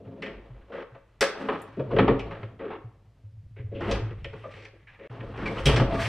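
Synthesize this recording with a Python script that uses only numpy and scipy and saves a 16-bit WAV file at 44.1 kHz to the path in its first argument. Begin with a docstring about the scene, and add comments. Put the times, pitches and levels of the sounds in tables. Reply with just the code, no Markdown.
"""In a carpeted bedroom, hollow folding closet doors are pulled and pushed open.
Knocks and rubs are noisy forces that drive decaying modes of panel, crack and hinge metal; the drag of the guide
pin drives the same modes with clumped slips. Squeaks are gliding narrow noise, thumps are swelling sines, and
the shudder is narrow noise at the two lowest modes. Sparse decaying echoes make the room, over faint steady air."""
import sys
import numpy as np
from scipy import signal
from scipy.fft import rfft, irfft, next_fast_len
from scipy.io import wavfile
from scipy.ndimage import uniform_filter1d

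SR = 44100
rng = np.random.default_rng(int(sys.argv[2]) if len(sys.argv) > 2 else 0)


def generate_wav(signal):
    """Clip the signal to [-1, 1] and save it as 16-bit WAV at the path in sys.argv[1]."""
    frames = np.transpose(np.atleast_2d(signal))
    scaled = np.clip(frames, -1, 1) * 32767
    pcm = np.round(scaled).astype(np.int16)
    wavfile.write(sys.argv[1], SR, pcm)


N = 268124

# Modes of the hollow panel. Each row: nominal frequency in Hz, level in dB, t60 in seconds.
PANEL = [(164.5, 0.5, 0.13), (209.3, 1, 0.098), (266, 0, 0.19), (319.8, -4, 0.28), (347.7, -4.5, 0.22),
         (432.4, 3, 0.043), (510, -3.5, 0.1), (551.6, -0.5, 0.12), (694, -8, 0.062)]
# Modes heard as the crack of a blow. Each row: nominal frequency in Hz, level in dB, t60 in seconds.
CRACK = [(800, 4.5, 0.0077), (1132.5, -1, 0.083), (1184, 2, 0.0056), (1625, 0, 0.018), (1706, -3, 0.029),
         (1819, -3, 0.036), (2013, -1.5, 0.0096), (2307, -0.5, 0.027), (2536, 2.5, 0.0049),
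         (3340, -1, 0.0099), (3448, -2, 0.014), (3930, -2, 0.0016)]
# Modes of the hinge metal. Each row: nominal frequency in Hz, level in dB, t60 in seconds.
TICK = [(3720, 10, 0.0012), (4614, 5, 0.013), (5300, 2, 0.0058), (6200, -0.5, .02), (7420, -1, 0.0012),
        (9800, -4, 0.001), (12300, -15, 0.0011)]
FAMILIES = PANEL, CRACK, TICK


def gain_of(db):
    """Level: converts decibels to an amplitude factor."""
    return 10 ** (np.asarray(db) / 20)


def evened(x):
    """Normalisation: scales a signal to rms 1."""
    return x / np.sqrt(np.mean(x ** 2) + 1e-20)


def read(points, hz):
    """Spectral interpolation: reads a table on a log-frequency axis."""
    f, value = np.transpose(points)
    return np.interp(np.log(hz + 1), np.log(f + 1), value)


def curve(rows, column):
    """Envelope: turns one dB column of a time table into a gain per sample."""
    rows = np.asarray(rows)
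    return gain_of(np.interp(np.arange(N) / SR, rows[:, 0], rows[:, column]))


def coloured(x, points):
    """Linear filtering: weights the spectrum by a table of Hz and dB."""
    size = next_fast_len(N)
    weights = gain_of(read(points, np.fft.rfftfreq(size, 1 / SR)))
    return irfft(rfft(x, size) * weights, size)[..., :N]


def ring(x, modes, shift=1):
    """Modal synthesis: a force excites decaying sines whose summed response has unit energy."""
    t = np.arange(SR // 4) / SR
    body = np.zeros(len(t))
    for k, (hz, db, t60) in enumerate(modes):
        decay = gain_of(db - 60 * t / max(t60, .0008))
        body += (-1) ** k * decay * np.sin(2 * np.pi * hz * shift * t) / np.sqrt(t60)
    return signal.oaconvolve(x, body / np.linalg.norm(body))[:N]


def favour(x, hz, width, rest):
    """Point excitation: a resonance at hz (number or curve) stands out; the rest passes at gain rest."""
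    turn = np.exp(2j * np.pi * np.cumsum(hz * np.ones(len(x))) / SR)
    r = np.exp(-np.pi * width / SR)
    # Shift hz down to zero, low-pass, shift back up.
    band = (turn * signal.lfilter([1 - r], [1, -r], x / turn)).real
    return evened(evened(band) + rest * x)


def wooden(x):
    """Contact compliance: wood against wood pushes little above the crack modes."""
    return signal.lfilter(*signal.butter(2, 4500, fs=SR), x)


def contacts(events, shape, focus_hz, rest):
    """Contact excitation: a noisy force of the given shape in time drives three families of modes."""
    detune = .02  # the fold of the door shifts all modes by about this share from contact to contact
    bounce_db, bounce_s = 2.5, .006  # depth and length of the chatter after the first touch
    tick_top_hz, tick_db_per_octave = 12050, 3.5  # top of a tick at -30 dB; softer ticks are duller
    t = np.arange(SR // 3) / SR  # the longest force
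    out = np.zeros(N + SR)
    grit = rng.standard_normal((len(events), 4, len(t)))
    shifts = 1 + detune * rng.standard_normal(len(events))
    for event, (low, mid, high, jolt), shift in zip(events, grit, shifts):
        s, db, panel_db, tick_db, length, panel_hz, hz = event
        octaves = (db + tick_db + 30) / tick_db_per_octave
        top_hz = np.clip(tick_top_hz * 2 ** octaves, 5500, 18000)
        high = evened(signal.lfilter(*signal.butter(2, top_hz, fs=SR), high))
        chatter = evened(uniform_filter1d(jolt, round(bounce_s * SR)))
        bounces = evened(gain_of(bounce_db * np.minimum(t / (5 * bounce_s), 1) * chatter))
        panel_noise = favour(low, panel_hz, 0.2 * focus_hz, rest)
        crack_noise = favour(wooden(mid), hz, focus_hz, rest)
        noise = np.array([panel_noise, crack_noise, high])
        levels = gain_of(db + np.array([[panel_db], [0], [tick_db]]))
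        forces = levels * shape(t, max(length, .01)) * noise * bounces
        sound = sum(ring(force, modes, shift) for force, modes in zip(forces, FAMILIES))
        out[round(s * SR):][:len(sound)] += sound
    return out[:N]


def hush():
    """Stationary noise: faint steady air of the room, one noise for mid and one for side."""
    # Spectrum of the quiet room. Each row: frequency in Hz, relative level in dB per Hz.
    air_spectrum = [(88, -20.5), (150, -4), (216, -16), (257, -23.5), (312, -28), (1980, -16.5),
                    (5950, -26.5), (15000, -40)]
    return gain_of(-78) * evened(coloured(rng.standard_normal((2, N)), air_spectrum))


def drag():
    """Stick-slip friction: clumped slips of pin and hinges over a smooth rub ring the knocks' modes."""
    # The moving door. Each row: time in seconds, panel rumble in dB, scrape along the track in dB.
    motion = [(0.0, -44.5, -71), (0.29, -44.5, -63), (0.46, -55, -65.5), (1.25, -74.5, -78),
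              (1.39, -39.5, -49), (1.78, -61, -62.5), (1.95, -23, -55.5), (2.08, -34.5, -54),
              (2.45, -51.5, -60.5), (2.62, -61.5, -80), (3.0, -68, -81), (3.59, -78, -89.5),
              (3.79, -44.5, -59.5), (3.82, -46, -56.5), (3.91, -25.5, -39.5), (4.13, -80.5, -70.5),
              (4.42, -69, -60.5), (4.54, -58, -57.5), (4.72, -77, -75), (4.98, -75.5, -71.5),
              (5.16, -44.5, -56.5), (5.36, -52.5, -57), (5.53, -31.5, -43), (5.64, -46.5, -48),
              (5.69, -28.5, -34), (5.88, -28.5, -45.5), (5.94, -35.5, -43), (6.03, -42, -36.5),
              (6.08, -41, -36)]
    slips_per_s, spread_db, smooth = 1000, 2.4, 0.6
    clump_db, clump_s, wander = 2.4, .018, .12  # wander: spread of the roaming log-frequency
    scrape_base_hz, scrape_hz_per_db = 1707, 58  # the centre rises as the scrape gains on the rumble
    # Hiss relative to the scrape at hard_db when scrape equals rumble; it grows faster than the scrape.
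    hiss_db, hiss_slope, hard_db, hiss_per_db = -13.5, 1.4, -51.5, 0.48

    sizes = gain_of(spread_db * np.minimum(rng.exponential(1, N), 5))
    slips = sizes * (rng.random(N) < slips_per_s / SR)
    rub = smooth * np.array([[1], [2], [6]]) * rng.standard_normal((3, N))
    low, mid, high = evened(slips * rng.choice([-1, 1], N)) + rub

    span = round(clump_s * SR)
    *slow, roam = (evened(uniform_filter1d(uniform_filter1d(row, span), span))
                   for row in rng.standard_normal((5, N)))
    # One shared fluctuation and one of its own for each family of modes.
    clumps = [evened(gain_of(clump_db * evened(slow[0] + own))) for own in slow[1:]]

    rumble, scrape = curve(motion, 1), curve(motion, 2)
    hard = gain_of(hard_db)
    hiss = hard * gain_of(hiss_db) * (scrape / hard) ** hiss_slope * (scrape / rumble) ** hiss_per_db
    centre_hz = scrape_base_hz + scrape_hz_per_db * 20 * np.log10(scrape / rumble)
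    scrape_hz = np.clip(centre_hz, 1000, 2600) * np.exp(wander * roam)
    forces = rumble * evened(low), scrape * favour(mid, scrape_hz, 670, 0.97), hiss * evened(high)
    return sum(ring(force * clump, modes) for force, clump, modes in zip(forces, clumps, FAMILIES))


def shudder():
    """Sustained resonance: the hands keep the door's two lowest modes going, as narrow noise around each."""
    # Level of the flex mode. Each row: time in seconds, level in dB.
    flex_level = [(0.0, -55), (0.96, -67.5), (1.73, -52.5), (2.01, -29), (2.23, -42), (2.66, -55.5),
                  (3.23, -60.5), (3.61, -43), (3.76, -39.5), (4.03, -35.5), (4.33, -44), (4.72, -57),
                  (5.08, -61.5), (5.32, -41), (5.88, -37.5), (6.08, -29.5)]
    # Shoves that set the whole door swaying. Each row: time of the peak in seconds, level in dB.
    shoves = [(.37, -46), (.56, -46.5), (1.97, -35.5), (2.099, -31.5), (2.25, -40.5), (3.94, -27.5),
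              (4.202, -41), (5.27, -44), (5.45, -40), (5.69, -19.5), (5.86, -27.5), (6.0, -41)]
    rise_db_s, fall_db_s, rest_db = 250, 151.5, -63
    sway_hz, sway_width_hz = 50, 24
    flex_hz, flex_width_hz = 108, 30
    out, t = np.zeros(N), np.arange(N) / SR
    sway = gain_of(rest_db) * np.ones(N)
    for s, db in shoves:
        sway += gain_of(db - np.maximum(rise_db_s * (s - t), fall_db_s * (t - s)))
    modes = (sway, sway_hz, sway_width_hz), (curve(flex_level, 1), flex_hz, flex_width_hz)
    for level, hz, width in modes:
        r = np.exp(-np.pi * width / SR)
        wander = signal.lfilter([1], np.convolve([1, -r], [1, -r]), rng.standard_normal((2, N)))
        z = wander[0] + 1j * wander[1]
        z = z / (abs(z) + 0.034 * np.std(z))  # a steady push evens out the swing
        out += level * evened((z * np.exp(2j * np.pi * hz * t)).real)
    return out


def thumps():
    """Transient flexure: soft thumps of a panel against its stop are low sines that swell and die."""
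    # Each row: start in seconds, peak level in dB, frequency in Hz.
    blows = [(0.064, -40, 110.4), (0.499, -38.5, 122), (0.917, -45, 123), (1.792, -28, 134),
             (1.931, -28, 135), (1.999, -24.5, 132), (2.102, -23.5, 132), (2.291, -40.5, 161),
             (2.429, -32.5, 112), (2.84, -35, 115.4), (3.068, -47.5, 107.8), (3.238, -37.5, 103.2),
             (3.317, -43, 107.3), (3.374, -41, 99), (3.448, -41.5, 95), (3.594, -30.5, 115.7),
             (3.64, -29.5, 100), (3.83, -32.5, 104.5), (4.021, -28, 108.4), (4.165, -34, 105.5),
             (4.552, -40, 104.4), (5.1, -35, 119), (5.191, -31.5, 115.3), (5.657, -15, 141.7),
             (5.732, -16.5, 120.4), (5.793, -14.5, 123)]
    thump_s = 0.051  # the swell peaks after a third of this
    out, u = np.zeros(N + SR), np.arange(0, 3, 1 / (thump_s * SR))
    for s, db, hz in blows:
        swell = 3 * u * np.exp(1 - 3 * u)
        swing = swell * np.sin(2 * np.pi * (hz * u * thump_s + rng.random()))
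        out[round(s * SR):][:len(u)] += gain_of(db) * swing
    return out[:N]


def rubs():
    """Sliding contact: hand or edge on a panel gives a catch, a held stroke that eases off, a quick release."""
    # Each row: start in seconds, scrape in dB, panel and tick in dB against the scrape,
    # length in seconds (at least 0.01 is used), centre of the panel force in Hz, centre of the scrape in Hz.
    strokes = [(0.108, -64, 19, -32, 0.014, 510, 980), (0.695, -53, 12.5, -27, 0.14, 512, 1050),
               (0.718, -37, 1, -27, 0.11, 498, 1420), (1.519, -29.5, -7, -32, 0.042, 275, 1080),
               (2.59, -40, 8, -56, 0.11, 421, 1353), (2.7, -35.5, -1, -43.5, 0.063, 375, 1055),
               (3.56, -48, -0.5, -40, 0.057, 420, 2000), (3.745, -45, -2.5, -29, 0.27, 479, 2710),
               (4.433, -44, 9.5, -35, 0.036, 596, 1190), (4.506, -47, -5, -11, 0.18, 464, 2190),
               (4.868, -49, -20, -24, 0.09, 517, 1940), (4.987, -47.5, 2.5, -32, 0.11, 462, 1970),
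               (5.105, -47.5, -11, -19, 0.043, 443, 910), (5.285, -45.5, 15.5, -17, 0.01, 430, 980),
               (5.337, -39, -6, -45, 0.054, 440, 1230), (5.385, -34.5, -0.5, -23, 0.11, 257, 1370),
               (5.454, -28, -7.5, -14.5, 0.027, 334, 2040)]
    family_gain = gain_of([[-16], [-13], [-9]])  # panel, scrape, tick

    def stroke(t, held):
        """Force envelope: a 5 ms catch, a fall of 4 dB over the hold, then 1100 dB/s more."""
        ease_db = -4.0 * t / held - 1100 * np.maximum(t - held, 0)
        return family_gain * np.minimum(t / 0.005, 1) * gain_of(ease_db)

    return contacts(strokes, stroke, 710, 0.2)


def knocks():
    """Impact: a sharp blow snaps, then bounces die in a rattle; bass builds slower than treble."""
    # Each row: start in seconds, crack in dB, panel and tick in dB against the crack,
    # rattle t60 in seconds, centre of the panel force in Hz, centre of the crack force in Hz.
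    blows = [(0.221, -30.5, -6.5, -23.5, 0.29, 358, 2010), (0.948, -45.5, 4.5, -36.5, 0.13, 606, 1010),
             (1.208, -16.5, -4, -7.5, 0.2, 527, 1570), (1.485, -22, -1, -54, 0.12, 356, 1140),
             (1.769, -51.5, 27.5, -29, 0.11, 254, 1305), (1.793, -38, 19.5, -33.5, 0.091, 528, 1130),
             (1.91, -36, 8, -46, 0.27, 484, 1090), (1.962, -25, 4, -45, 0.14, 488, 1050),
             (1.984, -14, 4, -45, 0.15, 275, 1185), (2.078, -16, 9, -67, 0.099, 380, 1085),
             (2.192, -33, -10, -20, 0.13, 460, 2500), (2.308, -37.5, -1.5, -33, 0.26, 560, 1360),
             (2.429, -32, 7, -51, 0.031, 428, 1870), (3.712, -59.5, 20.5, -37, 1, 394, 1860),
             (3.805, -35.5, -1.5, -27, 0.97, 356, 1250), (3.911, -30, 3, -8, 0.18, 520, 2650),
             (4.106, -43.5, 11, -33, 0.056, 416.3, 2030), (4.243, -32, -3, -24, 0.084, 505, 2470),
             (4.33, -43, 1.5, -29, 0.19, 396, 1110), (4.649, -37, -20, -20, 0.061, 434, 2230),
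             (4.73, -62.5, 24, -20, 0.049, 490, 1600), (5.202, -39, 4.5, -40, 0.07, 303, 1870),
             (5.225, -47, 15.5, -42, 0.082, 440, 1140), (5.375, -43, 12, -19, 0.1, 406, 2010),
             (5.581, -34.5, 8, -22, 0.096, 458, 2880), (5.656, -16.5, -3.5, -10, 0.24, 410, 3000),
             (5.69, -21.5, -7, -26, 0.11, 550, 840), (5.761, -24.5, -4.5, -10, 0.16, 234, 1810),
             (5.797, -21, 5, -26, 0.098, 241, 1340)]
    # Rows of each setting: panel, crack, tick.
    rise_s = np.array([[.006], [.003], [.0007]])
    family_gain = gain_of([[-12], [-9.5], [-3]])
    snap = np.array([[0], [.3], [.8]])

    def blow(t, t60):
        """Force envelope: a linear rise times a decaying rattle plus a snap with a t60 of 38 ms."""
        decay = gain_of(-60 * t / t60) + snap * gain_of(-60 * t / 0.038)
        return family_gain * np.minimum(t / rise_s, 1) * decay

    return contacts(blows, blow, 800, 0.15)


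def pin_tick():
    """Impulsive excitation: a thin tick of the guide pin, a decaying noise burst ringing high modes."""
    s, db, hz, t60 = 1.618, -54, 9500, .06  # start in s, dB, Hz, t60 of the burst in s
    t = np.arange(N) / SR - s
    burst = gain_of(db - 60 * np.maximum(t, 0) / t60) * (t > 0) * rng.standard_normal(N)
    return ring(burst, [(hz, 0, .002), (.75 * hz, -6, .002), (1.3 * hz, -6, .002)])


def squeaks():
    """Frictional oscillation: narrow, breathy tones glide while pin or hinge binds and lets go."""
    # Each row: start in seconds, level in dB, length in seconds, start and end frequency in Hz.
    tones = [(1.905, -26.5, 0.024, 1047, 1123), (4.434, -43.5, 0.04, 1234, 1160),
             (4.452, -35, 0.036, 590, 545), (4.868, -52, 0.038, 1720, 1730), (4.87, -55, 0.044, 2320, 2230),
             (5.455, -33.5, 0.042, 2400, 2100), (5.896, -31, 0.15, 657, 668),
             (5.94, -36, 0.077, 1184, 1180), (6.016, -36.5, 0.04, 2220, 2360)]
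    width_share, rise_share = .07, 0.086  # of the start pitch, of the length
    out, grit = np.zeros(N + SR), rng.standard_normal((len(tones), SR // 4))
    for (s, db, length, start_hz, end_hz), noise in zip(tones, grit):
        u = np.minimum(np.arange(len(noise)) / (max(length, .02) * SR), 1)
        hz = start_hz + (end_hz - start_hz) * u
        width = width_share * start_hz
        tone = favour(favour(noise, hz, width, 0), hz, width, 0)
        envelope = np.minimum(u / rise_share, 1) * np.sqrt(1 - u)
        out[round(s * SR):][:len(u)] += gain_of(db) * envelope * tone
    return out[:N]


def room(x):
    """Reverberation: two unrelated tails of sparse echoes, each band dying at its own speed."""
    # Each row: frequency in Hz, t60 in seconds.
    band_t60 = [(100, 0.11), (500, 0.54), (2000, 0.51), (5000, 0.36), (12000, 0.13)]
    taps = np.zeros((2, SR))
    at = np.arange(200, SR - 20, 20) + rng.integers(0, 20, (2, (SR - 201) // 20))
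    np.put_along_axis(taps, at, rng.choice([-1., 1.], at.shape), 1)
    hz, t, z = signal.stft(taps, SR, nperseg=256)
    decay = gain_of(-60 * t / read(band_t60, hz)[:, None])
    tails = signal.istft(z * decay, SR, nperseg=256)[1]
    return signal.fftconvolve(x[None], tails / np.linalg.norm(tails[0]), axes=1)[:, :N]


def scene():
    """Spatial coherence: two close microphone ports differ by diffuse sound, more so in the treble."""
    # Filter on the diffuse side sound. Each row: frequency in Hz, side against mid in dB.
    side_spectrum = [(30, -40), (60, -48), (125, -34), (250, -29), (500, -20), (1000, -24), (2000, -23),
                     (4000, -10), (8000, -6), (14000, 5)]
    # Balance of the ports. Each row: frequency in Hz, left over right in dB.
    balance = [(80, 0), (250, .7), (550, 1.9), (900, -.1), (3000, .1)]
    door = knocks() + rubs() + drag() + squeaks() + pin_tick()
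    (near, other), (air, other_air) = room(door), hush()
    room_db = -11
    mid = door + gain_of(room_db) * near + shudder() + thumps() + air
    side = coloured(other + other_air, side_spectrum)
    left_lean = [(hz, db / 2) for hz, db in balance]
    right_lean = [(hz, -db) for hz, db in left_lean]
    return np.array([coloured(mid, left_lean) + side, coloured(mid, right_lean) - side])


def record(dry):
    """Gating and band limitation: the level dips briefly by 40 dB, then a low-pass removes the top."""
    dip_start_s, dip_end_s, edge_hz = 5.0745, 5.096, 15000
    t = np.arange(N) / SR
    fall, rise = (dip_start_s - t) / 0.0002, (t - dip_end_s) / 0.0036
    on = np.clip(np.maximum(fall, rise), .01, 1)
    low_pass = signal.firwin(511, edge_hz, window=("kaiser", 9), fs=SR)
    return signal.oaconvolve(dry * on, low_pass[None], "same")


dry = scene()
out = record(dry)
generate_wav(out)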